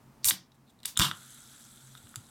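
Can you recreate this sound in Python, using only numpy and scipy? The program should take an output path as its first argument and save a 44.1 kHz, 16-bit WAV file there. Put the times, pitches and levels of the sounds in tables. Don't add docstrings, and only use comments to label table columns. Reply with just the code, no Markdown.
import sys
import numpy as np
from scipy import signal
from scipy.fft import rfft, irfft, next_fast_len
from scipy.io import wavfile
from scipy.ndimage import uniform_filter1d

SR = 44100
rng = np.random.default_rng(int(sys.argv[2]) if len(sys.argv) > 2 else 0)


def generate_wav(sig):
    pcm = np.round(np.clip(np.atleast_2d(sig).T, -1, 1) * 32767).astype(np.int16)
    wavfile.write(sys.argv[1], SR, pcm)


def volts(x):
    e = np.asarray(x, float) / 20
    return 10 ** e


N = 101429


def along(points, hz):
    f, value = np.transpose(points)
    return np.interp(np.log(hz + 1), np.log(f + 1), value)


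def unit(x):
    return x / np.sqrt(np.mean(x ** 2) + 1e-20)


def unit_peak(x):
    return x / np.abs(x).max()


def envelope(rows):
    s, db = np.transpose(rows)
    return volts(np.interp(np.arange(N) / SR, s, db, left=-200, right=-200))


def filtered(x, response):
    m = next_fast_len(N + SR // 2)
    return irfft(rfft(x, m) * response(np.fft.rfftfreq(m, 1 / SR)), m)[..., :N]


def resonances(modes):
    def response(f):
        total = 0
        for k, (centre, width, db) in enumerate(modes):
            total = total + (-1) ** k * volts(db) * 1j * f * width / (centre * centre - f * f + 1j * f * width)
        return total
    return response


def coloured(x, points):
    return unit(filtered(x, lambda hz: volts(along(points, hz))))


# (frequency [Hz], correlation [-1 to 1])
STEREO_LIKENESS = [(60, 0.99), (500, 0.89), (3770, 0.98), (15000, 0.92)]


def stereo_noise(colour):
    def mid_side(hz):
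        angle = np.arccos(np.clip(along(STEREO_LIKENESS, hz), -1, 1)) / 2
        return volts(along(colour, hz)) * [np.cos(angle), np.sin(angle)]
    mid, side = filtered(rng.standard_normal((2, N)), mid_side)
    return unit(np.array([mid + side, mid - side]))


def sparse(rate, spread_db):
    clicks = (rng.random(N) < rate / SR) * rng.choice([-1, 1], N)
    return unit(clicks * volts(spread_db * np.minimum(rng.exponential(size=N), 3)))


def scattered(when, grains):
    length = grains.shape[1]
    places = (when * N).astype(int)[:, None] + np.arange(length)
    return unit(np.bincount(places.ravel(), grains.ravel(), N + length)[:N])


# (time [s], hollow part peak [dB], lid ring peak [dB], bright part peak [dB],
# lid ring frequency [Hz])
SNAPS = [(0.2448, -31, -14.5, -7, 4100), (0.286, -41, -10.5, -8, 4030), (0.3084, -12.5, -9.5, -30, 3770),
         (0.311, -27, -13.5, -22, 4030), (0.5186, -57, -48, -57, 3660), (0.79, -73, -51, -56.5, 3990),
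         (0.8023, -74, -48.5, -52, 3720), (0.832, -49, -36.5, -38.5, 3800), (0.839, -47, -45, -46, 3170),
         (0.85, -44, -31, -43, 3840), (0.8539, -29, -23, -21.5, 3720), (0.8568, -41.5, -26.5, -9, 3380),
         (0.9689, -29, -33, -57, 3400), (0.9738, -24.5, -9, -5, 3480), (0.9911, -22, -36, -5, 3140),
         (0.9964, -27, -49, -5.5, 3320), (1.006, -12, -16.5, -20, 3140), (1.113, -17.5, -18.5, -49, 3380),
         (1.7598, -71, -61, -39, 3180), (1.9516, -39.5, -38.5, -43, 3540), (2.0705, -49, -45, -53, 3420),
         (2.142, -39, -67, -59, 3430), (2.1583, -37, -31.5, -20, 3660)]
# (frequency [Hz], width [Hz], relative level [dB])
SHUT_CAN = [(784, 620, -14), (1920, 520, -4.5)]
# (frequency [Hz], width [Hz], relative level [dB])
OPEN_CAN_AIR = [(1363, 212, -2.5), (2040, 310, -20)]
# (frequency [Hz], width [Hz], relative level [dB])
LID_EDGE = [(5050, 1200, -6), (8000, 1660, 1), (10330, 6300, -0.5), (13150, 6700, -4.5)]
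LID_WIDTH_HZ = 895
OPENS_S = 0.95
SNAP_T60_S, SLIP_SHARE = 0.005, 0.4


def snaps():
    out, t, hz = np.zeros(N + SR), np.arange(2048) / SR, np.fft.rfftfreq(2048, 1 / SR)
    for s, hollow_db, lid_db, bright_db, lid_hz in SNAPS:
        slips = SLIP_SHARE * rng.standard_normal(len(t)) * volts(-60 * t / SNAP_T60_S)
        slips[0] = 1
        blows = rfft(slips)
        hollow = resonances(OPEN_CAN_AIR if s > OPENS_S else SHUT_CAN)(hz)
        ring = blows * resonances([(lid_hz, LID_WIDTH_HZ, 0)])(hz) ** 2
        edge = blows * resonances(LID_EDGE)(hz)
        for db, body in ((hollow_db, hollow), (lid_db, ring), (bright_db, edge)):
            out[round(s * SR):][:len(t)] += volts(db) * unit_peak(irfft(body))
    return out[:N]


# (time [s], lid ring level [dB])
TEAR = [(.996, -9.5), (1.003, -28), (1.007, -15.5), (1.012, -30.5), (1.016, -16), (1.03, -21),
        (1.06, -26.5), (1.12, -47.5)]
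# (frequency [Hz], width [Hz], relative level [dB])
TEARING_LID = [(1240, 400, -7), (2824, 270, -2), (3080, 500, -0.5), (3746, 770, -4.5), (5300, 970, -17)]


def tear():
    slips = sparse(1500, spread_db=3.0)
    ring = unit(filtered(slips, resonances(TEARING_LID)))
    edge = unit(filtered(slips, resonances(LID_EDGE)))
    return envelope(TEAR) * (ring + volts(-7) * edge)


# (time [s], level [dB])
JET = [(.245, -37.5), (.251, -28), (.254, -16.5), (.27, -21), (.288, -15.5), (.301, -15.5), (.307, -40.5),
       (.312, -72)]
# (frequency [Hz], relative density [dB per Hz])
JET_COLOUR = [(250, -58), (550, -19.5), (2200, -21.5), (3970, -14.5), (8300, -5), (13700, -6),
              (16500, -13.5)]
SPIT_SHARE = 0.55


def jet():
    droplets = sparse(900, spread_db=0.5)
    return envelope(JET) * coloured(rng.standard_normal(N) + SPIT_SHARE * droplets, JET_COLOUR)


# (time [s], level [dB])
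LEAK = [(.230, -60), (.244, -49.5), (.31, -35), (.47, -73.5)]
# (frequency [Hz], width [Hz], relative level [dB])
LEAK_RESONANCE = [(5050, 2000, 0)]


def leak():
    whistle = filtered(rng.standard_normal(N), lambda f: resonances(LEAK_RESONANCE)(f) ** 2)
    return envelope(LEAK) * unit(whistle)


# (time [s], level [dB])
PUFF = [(.862, -40.5), (.873, -43), (.88, -37), (.91, -47.5), (.95, -62)]
# (frequency [Hz], relative density [dB per Hz])
PUFF_COLOUR = [(250, -14), (2500, -10), (3500, -2), (9500, -4), (16500, -8)]


def puff():
    return envelope(PUFF) * coloured(rng.standard_normal(N), PUFF_COLOUR)


# (time [s], length [s], lid ring level [dB], bright part level [dB],
# lid ring frequency [Hz])
RUBS = [(0.539, .024, -75, -68, 3830), (.655, 0.058, -67.5, -76, 3900), (0.692, 0.021, -66, -65, 3700),
        (0.953, 0.013, -45.5, -70, 3380), (0.967, 0.0106, -27, -64, 3584), (1.97, 0.013, -51.5, -56, 3520)]


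def rubs():
    out, t = np.zeros(N), np.arange(N) / SR
    for s, length, lid_db, bright_db, lid_hz in RUBS:
        slips = sparse(4000, spread_db=5.5)
        ring = unit(filtered(slips, lambda f: resonances([(lid_hz, LID_WIDTH_HZ, 0)])(f) ** 2))
        edge = unit(filtered(slips, resonances(LID_EDGE)))
        stroke = np.sin(np.pi * np.clip((t - s) / length, 0, 1) ** 1.22)
        out += stroke * (volts(lid_db) * ring + volts(bright_db) * edge)
    return out


# (time [s], push level [dB], starting frequency [Hz],
# push length [s], shaking level ahead of the table's gain [dB])
THUMPS = [(0.25, -40.5, 69.6, 0.05, -50.5), (0.307, -64, 149.3, .02, -43.5),
          (0.974, -30, 108.7, 0.0033, -46), (0.995, -14.5, 130, 0.0129, -30),
          (1.003, -26, 44.3, 0.026, -39.5), (2.037, -45.5, 122, 0.036, -61.5), (2.166, -40, 130, 0.05, -59)]
# (frequency [Hz], width [Hz], relative level [dB])
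TABLE_MODES = [(102, 11, 3), (142.7, 12, 5.5), (182.1, 12.5, 7), (236, 65, -5.5), (333.7, 15, -1)]
PUSH_SAG = 0.27
SHAKE_T60_S, THUMP_SIDE_DB = 0.28, -25.5


def thumps():
    push, shake, t = np.zeros(N + SR), np.zeros((2, N + SR)), np.arange(SR // 4) / SR
    for s, db, hz, length, table_db in THUMPS:
        start, u = round(s * SR), np.minimum(t / length, 1)
        tone = np.sin(2 * np.pi * hz * t * (1 - PUSH_SAG * u / 2))
        push[start:][:len(t)] += volts(db) * tone * np.sin(np.pi * np.sqrt(u)) ** 2
        decay = volts(table_db - 60 * t / SHAKE_T60_S)
        shake[:, start:][:, :len(t)] += decay * rng.standard_normal((2, len(t)))
    mid, side = 20 * filtered(shake[:, :N], resonances(TABLE_MODES)) * volts([[0], [THUMP_SIDE_DB]])
    side = side + volts(THUMP_SIDE_DB) * np.roll(push[:N], 90)
    return push[:N] + np.array([mid + side, mid - side])


PLINK_HZ = [3400, 3900, 6150, 7700, 7850]


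def plinks():
    per_s, decay_cycles = 600, 18
    count = int(per_s * N / SR)
    when, stray = rng.random(count), rng.standard_normal(count)
    size = np.minimum(rng.exponential(size=count), 3)
    hz = (rng.choice(PLINK_HZ, count) * np.exp(0.034 * stray))[:, None]
    cycles = hz * np.arange(400) / SR
    shape = np.exp(-3 * cycles / decay_cycles) * (1 - np.exp(-cycles))
    return scattered(when, volts(1.0 * size)[:, None] * np.sin(2 * np.pi * cycles) * shape)


def pops():
    per_s, centre_hz, spread, t60_s, size_db = 120, 7800, 0.15, 0.006, 3
    count, t, f = int(per_s * N / SR), np.arange(512) / SR, np.fft.rfftfreq(512, 1 / SR)
    when, stray = rng.random(count), rng.standard_normal(count)
    size = np.minimum(rng.exponential(size=count), 3)
    hz = centre_hz * np.exp(spread * stray)[:, None]
    burst = rng.standard_normal((count, len(t))) * volts(-60 * t / t60_s + size_db * size[:, None])
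    resonator = 1j * f * hz / 4 / (hz * hz - f * f + 1j * f * hz / 4)
    return scattered(when, irfft(rfft(burst) * resonator))


def patchy(x):
    z = signal.stft(x, nperseg=512)[2]
    field = uniform_filter1d(rng.standard_normal(z.shape[-2:]), size=16, axis=0)
    field = uniform_filter1d(field, size=6, axis=1)
    return signal.istft(z * volts(1.5 * unit(field)), nperseg=512)[1][..., :N]


# (time [s], relative level [dB])
FIZZ = [(1.04, -60.5), (1.176, -54), (2.3, -65)]
# (frequency [Hz], relative density [dB per Hz])
FIZZ_COLOUR = [(590, -40), (1000, -18), (1360, 4), (1850, -5.5), (2740, -9.5), (3390, -2), (4200, -5),
               (5540, -7.5), (7200, -2), (7790, 3.5), (8600, -1), (12200, -6), (16500, -20)]


def fizz():
    small = coloured(sparse(3000, spread_db=4), FIZZ_COLOUR)
    bubbles = small + volts(-4) * plinks() + volts(-5) * pops()
    foam = volts(-1) * stereo_noise(FIZZ_COLOUR)
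    return envelope(FIZZ) * volts(1.5) * patchy(bubbles + foam)


# (frequency [Hz], time to fall 60 dB [s])
ROOM_T60 = [(150, 0.58), (1500, 0.27), (10000, 0.14)]


def room(x):
    first_wall_s, walls_db, near_db, near_t60_s, side_db = 0.019, -14, -5.5, 0.05, -22.5
    hz, t, z = signal.stft(rng.standard_normal((2, SR // 2)), SR, nperseg=256)
    walls = signal.istft(z * volts(-60 * t / along(ROOM_T60, hz)[:, None]), SR, nperseg=256)[1]
    walls = walls / np.linalg.norm(walls[0])
    walls = volts(walls_db) * np.pad(walls, ((0, 0), (round(first_wall_s * SR), 0)))
    near = rng.standard_normal(walls.shape) * volts(-60 * np.arange(walls.shape[1]) / SR / near_t60_s)
    near = volts(near_db) * near / np.linalg.norm(near[0])
    mid, side = signal.fftconvolve(x[None], walls + near, axes=1)[:, :N]
    return np.array([mid + volts(side_db) * side, mid - volts(side_db) * side])


# (frequency [Hz], width [Hz], level [dB])
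HUM = [(130, 2.4, -61.5), (230.2, 25, -64.5)]


def hum():
    out = np.zeros(N)
    for hz, width, db in HUM:
        out += volts(db) * unit(filtered(rng.standard_normal(N), resonances([(hz, width, 0)])))
    return out


# (frequency [Hz], relative density [dB per Hz])
ROOM_TONE_COLOUR = [(15, -58.5), (25, -9.5), (60, -8), (110, -8.5), (232, -5.5), (470, -17.5), (878, -13.5),
                    (1900, -24), (3510, -30.5), (4860, -30), (16500, -34)]


def room_tone():
    return volts(-61.5) * stereo_noise(ROOM_TONE_COLOUR)


# (frequency [Hz], side over mid [dB])
OFF_AXIS = [(60, -42.5), (400, -12), (1500, -26), (5000, -20), (10000, -12), (12000, -50)]


def scene():
    can = snaps() + rubs() + tear() + leak() + puff() + jet()
    side = filtered(can, lambda hz: 1j * volts(along(OFF_AXIS, hz)))
    return can + [side, -side] + room(can) + thumps() + fizz() + room_tone() + hum()


def band_limit(x):
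    return signal.sosfilt(signal.butter(12, 17870, fs=SR, output="sos"), x)


def record(dry):
    knee_db, slope, release_s, mic_top_hz = -40, 0.23, 0.97, 16100
    loud_db = 10 * np.log10(np.abs(uniform_filter1d(dry.mean(0) ** 2, size=441)) + 1e-12)
    over_db = np.maximum(loud_db - knee_db, 0)
    fall = np.arange(N) / SR / release_s
    held_db = np.exp(np.maximum.accumulate(np.log(over_db + 1e-9) + fall) - fall)
    heard = filtered(dry, lambda hz: 1 / np.sqrt(1 + (hz / mic_top_hz) ** 40))
    return band_limit(heard * volts(-slope * held_db))


dry = scene()
out = record(dry)
generate_wav(out)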